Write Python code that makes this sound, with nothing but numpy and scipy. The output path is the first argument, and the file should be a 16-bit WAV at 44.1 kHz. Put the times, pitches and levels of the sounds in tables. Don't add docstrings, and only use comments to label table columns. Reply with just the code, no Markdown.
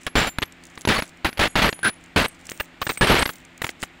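import sys
import numpy as np
from scipy import signal
from scipy.fft import rfft, irfft
from scipy.io import wavfile

SR = 44100
rng = np.random.default_rng(int(sys.argv[2]) if len(sys.argv) > 2 else 0)


def master_out(mix):
    frames = np.transpose(np.atleast_2d(mix))
    ceiling = np.clip(frames, -1, 1)
    pcm = np.round(ceiling * 32767).astype(np.int16)
    wavfile.write(sys.argv[1], SR, pcm)


N = 176400

# start_s, crunch_db, crunch_length_s, sag_db, thump_db, coin, ring_db, ring_length_s
IMPACTS = [ (0.0661, -16.5, 0.028, 38, -2.5, "l", -45.5, 0.24),
           (0.1539, -14.5, 0.14, 16.5, 0, "a", -36.5, 0.53), (0.271, -25, 0.0089, 1.5, -4, "a", -30.5, .17),
           (.385, -16.5, 0.0038, 8.5, 6, "j", -34, 0.31), (0.4195, -21, 0.0019, 3, 3, "k", -65, 0.044),
           (0.4256, -17.5, 0.011, 9, 1, "j", -40, .25), (0.776, -30.5, 0.0021, 0.5, 0.5, "l", -57, 1),
           (.851, -22.5, 0.0024, -3.5, -6, "l", -43, .15), (.874, -18, 0.015, 15, 7.5, "b", -44, .1),
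           (.887, -14.5, 0.089, 11.5, -1, "b", -47, 0.14), (0.94, -27, 0.033, 1, -15, "b", -53, .2),
           (0.98, -22.5, 0.024, 4, 1, "b", -52, 0.16), (1.022, -20, 0.0078, 19.5, 4, "c", -47, 0.13),
           (1.032, -36, 0.013, 5, -13, "c", -52, 0.068), (1.246, -17, 0.055, 19.5, 4, "c", -44.5, 0.31),
           (1.329, -26.5, 0.0008, 5, 2, "c", -58, 0.088), (1.373, -28, .004, 10, -1, "c", -52, .1),
           (1.379, -23, 0.0066, 8, -5, "c", -47, 0.087), (1.3922, -14, 0.086, 9.5, -1, "d", -38.5, 0.63),
           (1.555, -16.5, 0.072, 6, -1, "d", -46, 0.39), (1.619, -15, 0.069, 6, 2, "e", -36, 0.4),
           (1.690, -16, 0.0077, 6, 0.5, "d", -44, 0.33), (1.727, -22, 0.0073, 15.5, -6, "f", -44.5, 0.36),
           (1.79, -32, 0.0015, 0.5, -5, "f", -48, 0.18), (1.83, -27.5, 0.011, 6, -6, "f", -29, 0.26),
           (1.844, -21.5, 0.054, 2, -4.5, "f", -38.5, 0.28), (2.161, -14, 0.078, 9.5, 1.5, "g", -38, 0.32),
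           (2.242, -18, 0.02, 4, -2, "g", -48.5, 0.25), (2.282, -41, .003, 7, -3, "c", -41, 0.034),
           (2.492, -22, .001, 7.5, 1, "h", -40, 0.27), (2.517, -26.5, 0.00064, 2.5, 3, "h", -51, .25),
           (2.5997, -23.5, 0.01, 3.5, -2.5, "h", -34, 0.12), (2.816, -17.5, .014, 9, -8, "h", -34, 0.17),
           (2.867, -20.5, 0.0075, 3, -2, "i", -41, 0.12), (2.892, -17.5, 0.017, 8, -6.5, "h", -35, 0.16),
           (2.918, -24, 0.0015, 2.5, -8, "i", -39.5, 0.074), (2.956, -32, 0.0018, 10, -11, "k", -54, .08),
           (2.974, -29, 0.0029, 4, -9, "i", -37, 0.1), (3.010, -16, 0.062, 9.5, 5.5, "g", -35, 0.35),
           (3.070, -16, .026, 3.5, -18, "e", -38, 0.44), (3.096, -15.5, 0.05, 3, 6.5, "e", -34, 0.42),
           (3.151, -16.5, 0.048, 3.5, -1, "g", -51, .3), (3.19, -23.5, 0.042, -3.5, 0.5, "g", -35.5, 0.21),
           (3.2234, -11.5, .009, 14, -9, "b", -50, 0.087), (3.255, -22, 0.0072, -6, -10, "e", -29.5, 0.19),
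           (3.275, -30.5, 0.0054, 2, 3, "k", -43, 0.18), (3.292, -24, 0.014, 12, -15, "h", -46, .3),
           (3.6177, -17, 0.0055, 7.5, -19, "k", -37, 0.034), (3.637, -33, 0.016, 0, 4, "k", -41.5, 0.11),
           (3.643, -14.5, 0.0048, 13, -2, "e", -39, 0.073), (3.667, -19.5, 0.0022, 23, -4, "k", -45, .05),
           (3.676, -25, .001, 13, -6, "k", -47, 0.058), (3.691, -18, 0.0047, 14, -9, "k", -47, .07),
           (3.828, -18.5, 0.0027, 15.5, -5, "k", -37, .06), (3.833, -20.5, 0.0074, 9.5, 0, "k", -41, .06)]
ATTACK_S = 0.00052


def undb(db):
    return 10 ** (np.asarray(db) / 20)


def noise(spectrum):
    hz, db = np.array(spectrum).T
    bins_hz = np.maximum(np.arange(N // 2 + 1) * SR / N, 1)
    gain = undb(np.interp(np.log(bins_hz), np.log(hz), db))
    x = irfft(rfft(rng.standard_normal(N)) * gain, N)
    return x / x.std()


def wander(rate_hz):
    x = np.interp(np.arange(N) * rate_hz / SR, np.arange(N), rng.standard_normal(N))
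    return x / x.std()


def since(start, length):
    i = np.arange(max(int(start * SR) + 1, 0), min(int((start + length) * SR), N))
    return i, i / SR - start


def room():
    # frequency_hz, level_db
    hiss_spectrum = [(15, -19), (50, -12), (120, -18), (300, -13), (400, -19.5), (750, -17.5), (1000, -21),
                     (2200, -15.5), (3500, -24.5), (6000, -38.5), (7200, -34), (9500, -44), (11000, -52),
                     (14400, -46), (16000, -56)]
    partials = [(86, -66.5), (170, -58.5), (258, -59.5), (340, -62.5)]  # pitch_hz, level_db
    t = np.arange(N) / SR
    hum = sum(undb(db) * np.sqrt(2) * np.sin(2 * np.pi * hz * t + 0.92 * wander(24))
              for hz, db in partials)
    return undb(-50) * noise(hiss_spectrum) + hum


def shifting():
    # start_s, level_db
    ticks = [(0.5235, -30), (0.6374, -30.5), (0.6536, -31), (0.6686, -33), (0.7008, -42), (0.755, -33),
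             (0.8101, -25), (0.8171, -25), (1.0644, -37), (1.1727, -41), (2.0108, -46), (2.0394, -36.5),
             (2.0607, -41), (2.455, -34), (2.4686, -25), (2.4975, -17.5), (2.5095, -24.5), (2.519, -23),
             (2.575, -29), (2.8564, -43), (3.3352, -25.5), (3.3564, -28.5), (3.4506, -32), (3.578, -29.5),
             (3.7035, -37), (3.7104, -34), (3.8203, -22)]
    # start_s, end_s, level_db
    slides = [(0, 0.105, -50.5), (0.607, 0.88, -61.5), (1.014, 1.11, -52), (1.99, 2.09, -67),
              (2.267, 2.372, -60), (2.38, 2.687, -54), (2.806, 2.983, -46), (3.236, 3.43, -55),
              (3.616, 3.717, -44), (3.79, 3.861, -47.5)]
    # frequency_hz, level_db
    contact_spectrum = [(500, -27), (3000, -6), (5000, -5), (7300, 2.5), (9500, -4.5), (12500, -23),
                        (15500, -12)]
    tick_decay_s = 0.0017
    ticking, scraping = np.zeros(N), np.zeros(N)
    for start, db in ticks:
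        i, t = since(start, .03)
        ticking[i] += undb(db - 7) * np.exp(-t / tick_decay_s)
    for start, end, db in slides:
        i, t = since(start, end - start)
        scraping[i] += undb(db) * np.sqrt(np.abs(np.sin(np.pi * t / (end - start))))
    grain = undb(6 * np.minimum(wander(330), 2))
    grain /= np.sqrt(np.mean(grain ** 2))
    return (ticking + scraping * grain) * noise(contact_spectrum)


def overload():
    # frequency_hz, level_db
    crunch_spectrum = [(150, -4.5), (400, -2.5), (900, -3), (1700, 0), (2800, -3.5), (4400, -9.5),
                       (5300, -15.5), (6500, -21.5), (9000, -25), (12000, -30.5), (14000, -34.5),
                       (15700, -26.5)]
    # frequency_hz, level_db
    thump_spectrum = [(15, -6.5), (40, 1.5), (100, -1.5), (140, -4), (230, -0.5), (450, -8), (900, -9),
                      (3000, -50)]
    snap_s, release_s, rattle_s = 0.00057, 0.0016, 0.016
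    crunch_power, thump_power = np.zeros(N), np.zeros(N)
    for start, db, length, sag_db, thump_db, *_ in IMPACTS:
        i, t = since(start, length + .12)
        sag = undb(-sag_db * np.minimum(t / length, 1) ** 1.47)
        snap = 1 + 0.44 * np.exp(-t / snap_s)
        envelope = undb(db) * np.minimum(t / ATTACK_S, 1) * sag * snap
        after = np.maximum(t - length, 0)
        release = np.exp(-after / release_s)
        rattle = undb(-21) * np.exp(-after / rattle_s)
        crunch_power[i] += (envelope * (release + rattle)) ** 2
        thump_power[i] += (envelope * release * undb(thump_db)) ** 2 * sag
    grain = undb(1.03 * wander(169.5) + 0.73 * wander(1500))
    grain /= np.sqrt(np.mean(grain ** 2))
    crunch = undb(-1.5) * np.sqrt(crunch_power) * noise(crunch_spectrum)
    thump = undb(-4.5) * np.sqrt(thump_power) * noise(thump_spectrum)
    return grain * (crunch + thump)


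def ringing():
    modes = { "a": [(7224, 1), (9975, -15), (12200, -14), (15116, -18)], "b": [(6735, 2.5), (8979, -15),
             (10110, 8), (10680, 4), (11100, -14)], "c": [(10137, 1.5), (10610, -3), (13092, -4)],
             "d": [(6110, -23), (6891, -6), (8123, -9), (10524, -20), (11133, -9)], "e": [(6013, -18),
             (7197, -28), (9920, -12), (11575, -5), (12263, -13)], "f": [(9728, -22), (9921, 3.5)],
             "g": [(8137, 3.5), (9970, -1.5), (10680, -25), (11590, -26), (12610, -22)], "h": [(8527, -13),
             (12800, -13), (12931, -12), (14760, -5), (15735, -13)], "i": [(8485, 1.5), (8300, -1),
             (12800, -18), (14734, -6)], "j": [(12602, -18)], "k": [(6971, -8), (7623, -4), (9200, -2),
             (11256, -13), (14368, -4), (15682, -5)], "l": [(11133, -3)]}
    fall_db, steepening = 112, 1.69
    jitter_hz, mean_split_hz = 21.9, 40
    out = np.zeros(N)
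    jitter_cycles = np.cumsum(jitter_hz * wander(250)) / SR
    rocking = undb(3.5 * wander(130))
    for start, *_, coin, db, length in IMPACTS:
        i, t = since(start, length)
        envelope = undb(db - 1 - fall_db * (t / length) ** steepening) * np.minimum(t / ATTACK_S, 1)
        for (hz, mode_db), (split, offset, weight) in zip(modes[coin], rng.random((8, 3))):
            scatter_db = 6 * weight - 1.5
            gain = undb(mode_db + scatter_db) * rocking[(i + int(offset * N)) % N]
            phase = 2 * np.pi * (hz * t + offset + jitter_cycles[i])
            twin_phase = phase + 2 * np.pi * mean_split_hz * (split + .5) * t
            out[i] += envelope * gain * (np.sin(phase) + 0.33 * np.sin(twin_phase))
    return out


def jostling():
    low_hz, high_hz, pings_per_s, t60_s = 5640, 12730, 180, 0.0061
    settle_s, settle_fall_db = .045, 16
    out = np.zeros(N)
    for start, db, length, sag_db, *_ in IMPACTS:
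        span = length + settle_s
        for wait, pitch, size in rng.random((64, 3))[:int(pings_per_s * span)]:
            age = wait * span
            i, t = since(start + age, t60_s)
            fall_db = sag_db * min(age / length, 1) + settle_fall_db * max(age - length, 0) / settle_s
            ping_db = db - 19.5 + 16 * size - fall_db
            hz = low_hz + pitch * (high_hz - low_hz)
            out[i] += undb(ping_db - 60 * t / t60_s) * np.sin(2 * np.pi * hz * t)
    return out


def difference_tones():
    # start_s, length_s, pitch_hz, level_db
    tones = [(.429, 0.0066, 3320, -23.5), (0.424, 0.012, 1750, -29), (0.959, 0.014, 1107, -22),
             (.96, 0.024, 4460, -30.5), (1.83, 0.0153, 1556, -21), (1.848, 0.034, 1548, -16.5),
             (2.599, 0.016, 1658, -27), (2.598, 0.014, 2770, -25.5), (2.815, 0.014, 1159, -22),
             (2.817, .012, 3020, -32), (2.867, 0.0077, 1660, -23), (2.896, 0.0164, 2580, -30),
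             (2.896, 0.017, 3830, -32), (2.973, 0.0038, 2220, -24.5), (3.013, 0.019, 1753, -17),
             (3.618, 0.0039, 2040, -23), (3.643, 0.0055, 2100, -22)]
    edge_s = 0.0015
    out = np.zeros(N)
    waver_hz = 58.4 * wander(300)
    for start, length, hz, db in tones:
        i, t = since(start, length)
        envelope = undb(db - 1.5) * np.clip(np.minimum(t, length - t) / edge_s, 0, 1)
        out[i] += np.sqrt(2) * envelope * np.sin(2 * np.pi * np.cumsum(hz + waver_hz[i]) / SR)
    low_hz, high_hz, strays_per_s, stray_s = 444.5, 4110, 85, .02
    for start, db, length, sag_db, *_ in IMPACTS:
        for wait, pitch in rng.random((24, 2))[:int(strays_per_s * length)]:
            age = wait * max(length - stray_s, 0)
            i, t = since(start + age, stray_s)
            hz = low_hz + pitch * (high_hz - low_hz)
            fall_db = sag_db * (age + stray_s / 2) / length
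            gain = undb(db - 6.5 - fall_db) * (1 - pitch / 2)
            out[i] += gain * np.sin(np.pi * t / stray_s) * np.sin(2 * np.pi * hz * t)
    return out


def scene():
    return (overload() + ringing() + jostling() + difference_tones() + shifting() + room())[None]


def record(dry):
    ceiling, cutoff_hz = 0.95, 15700
    lowpass = signal.ellip(10, .2, 80, cutoff_hz, fs=SR, output="sos")
    return signal.sosfilt(lowpass, ceiling * np.tanh(dry / ceiling))


dry = scene()
out = record(dry)
master_out(out)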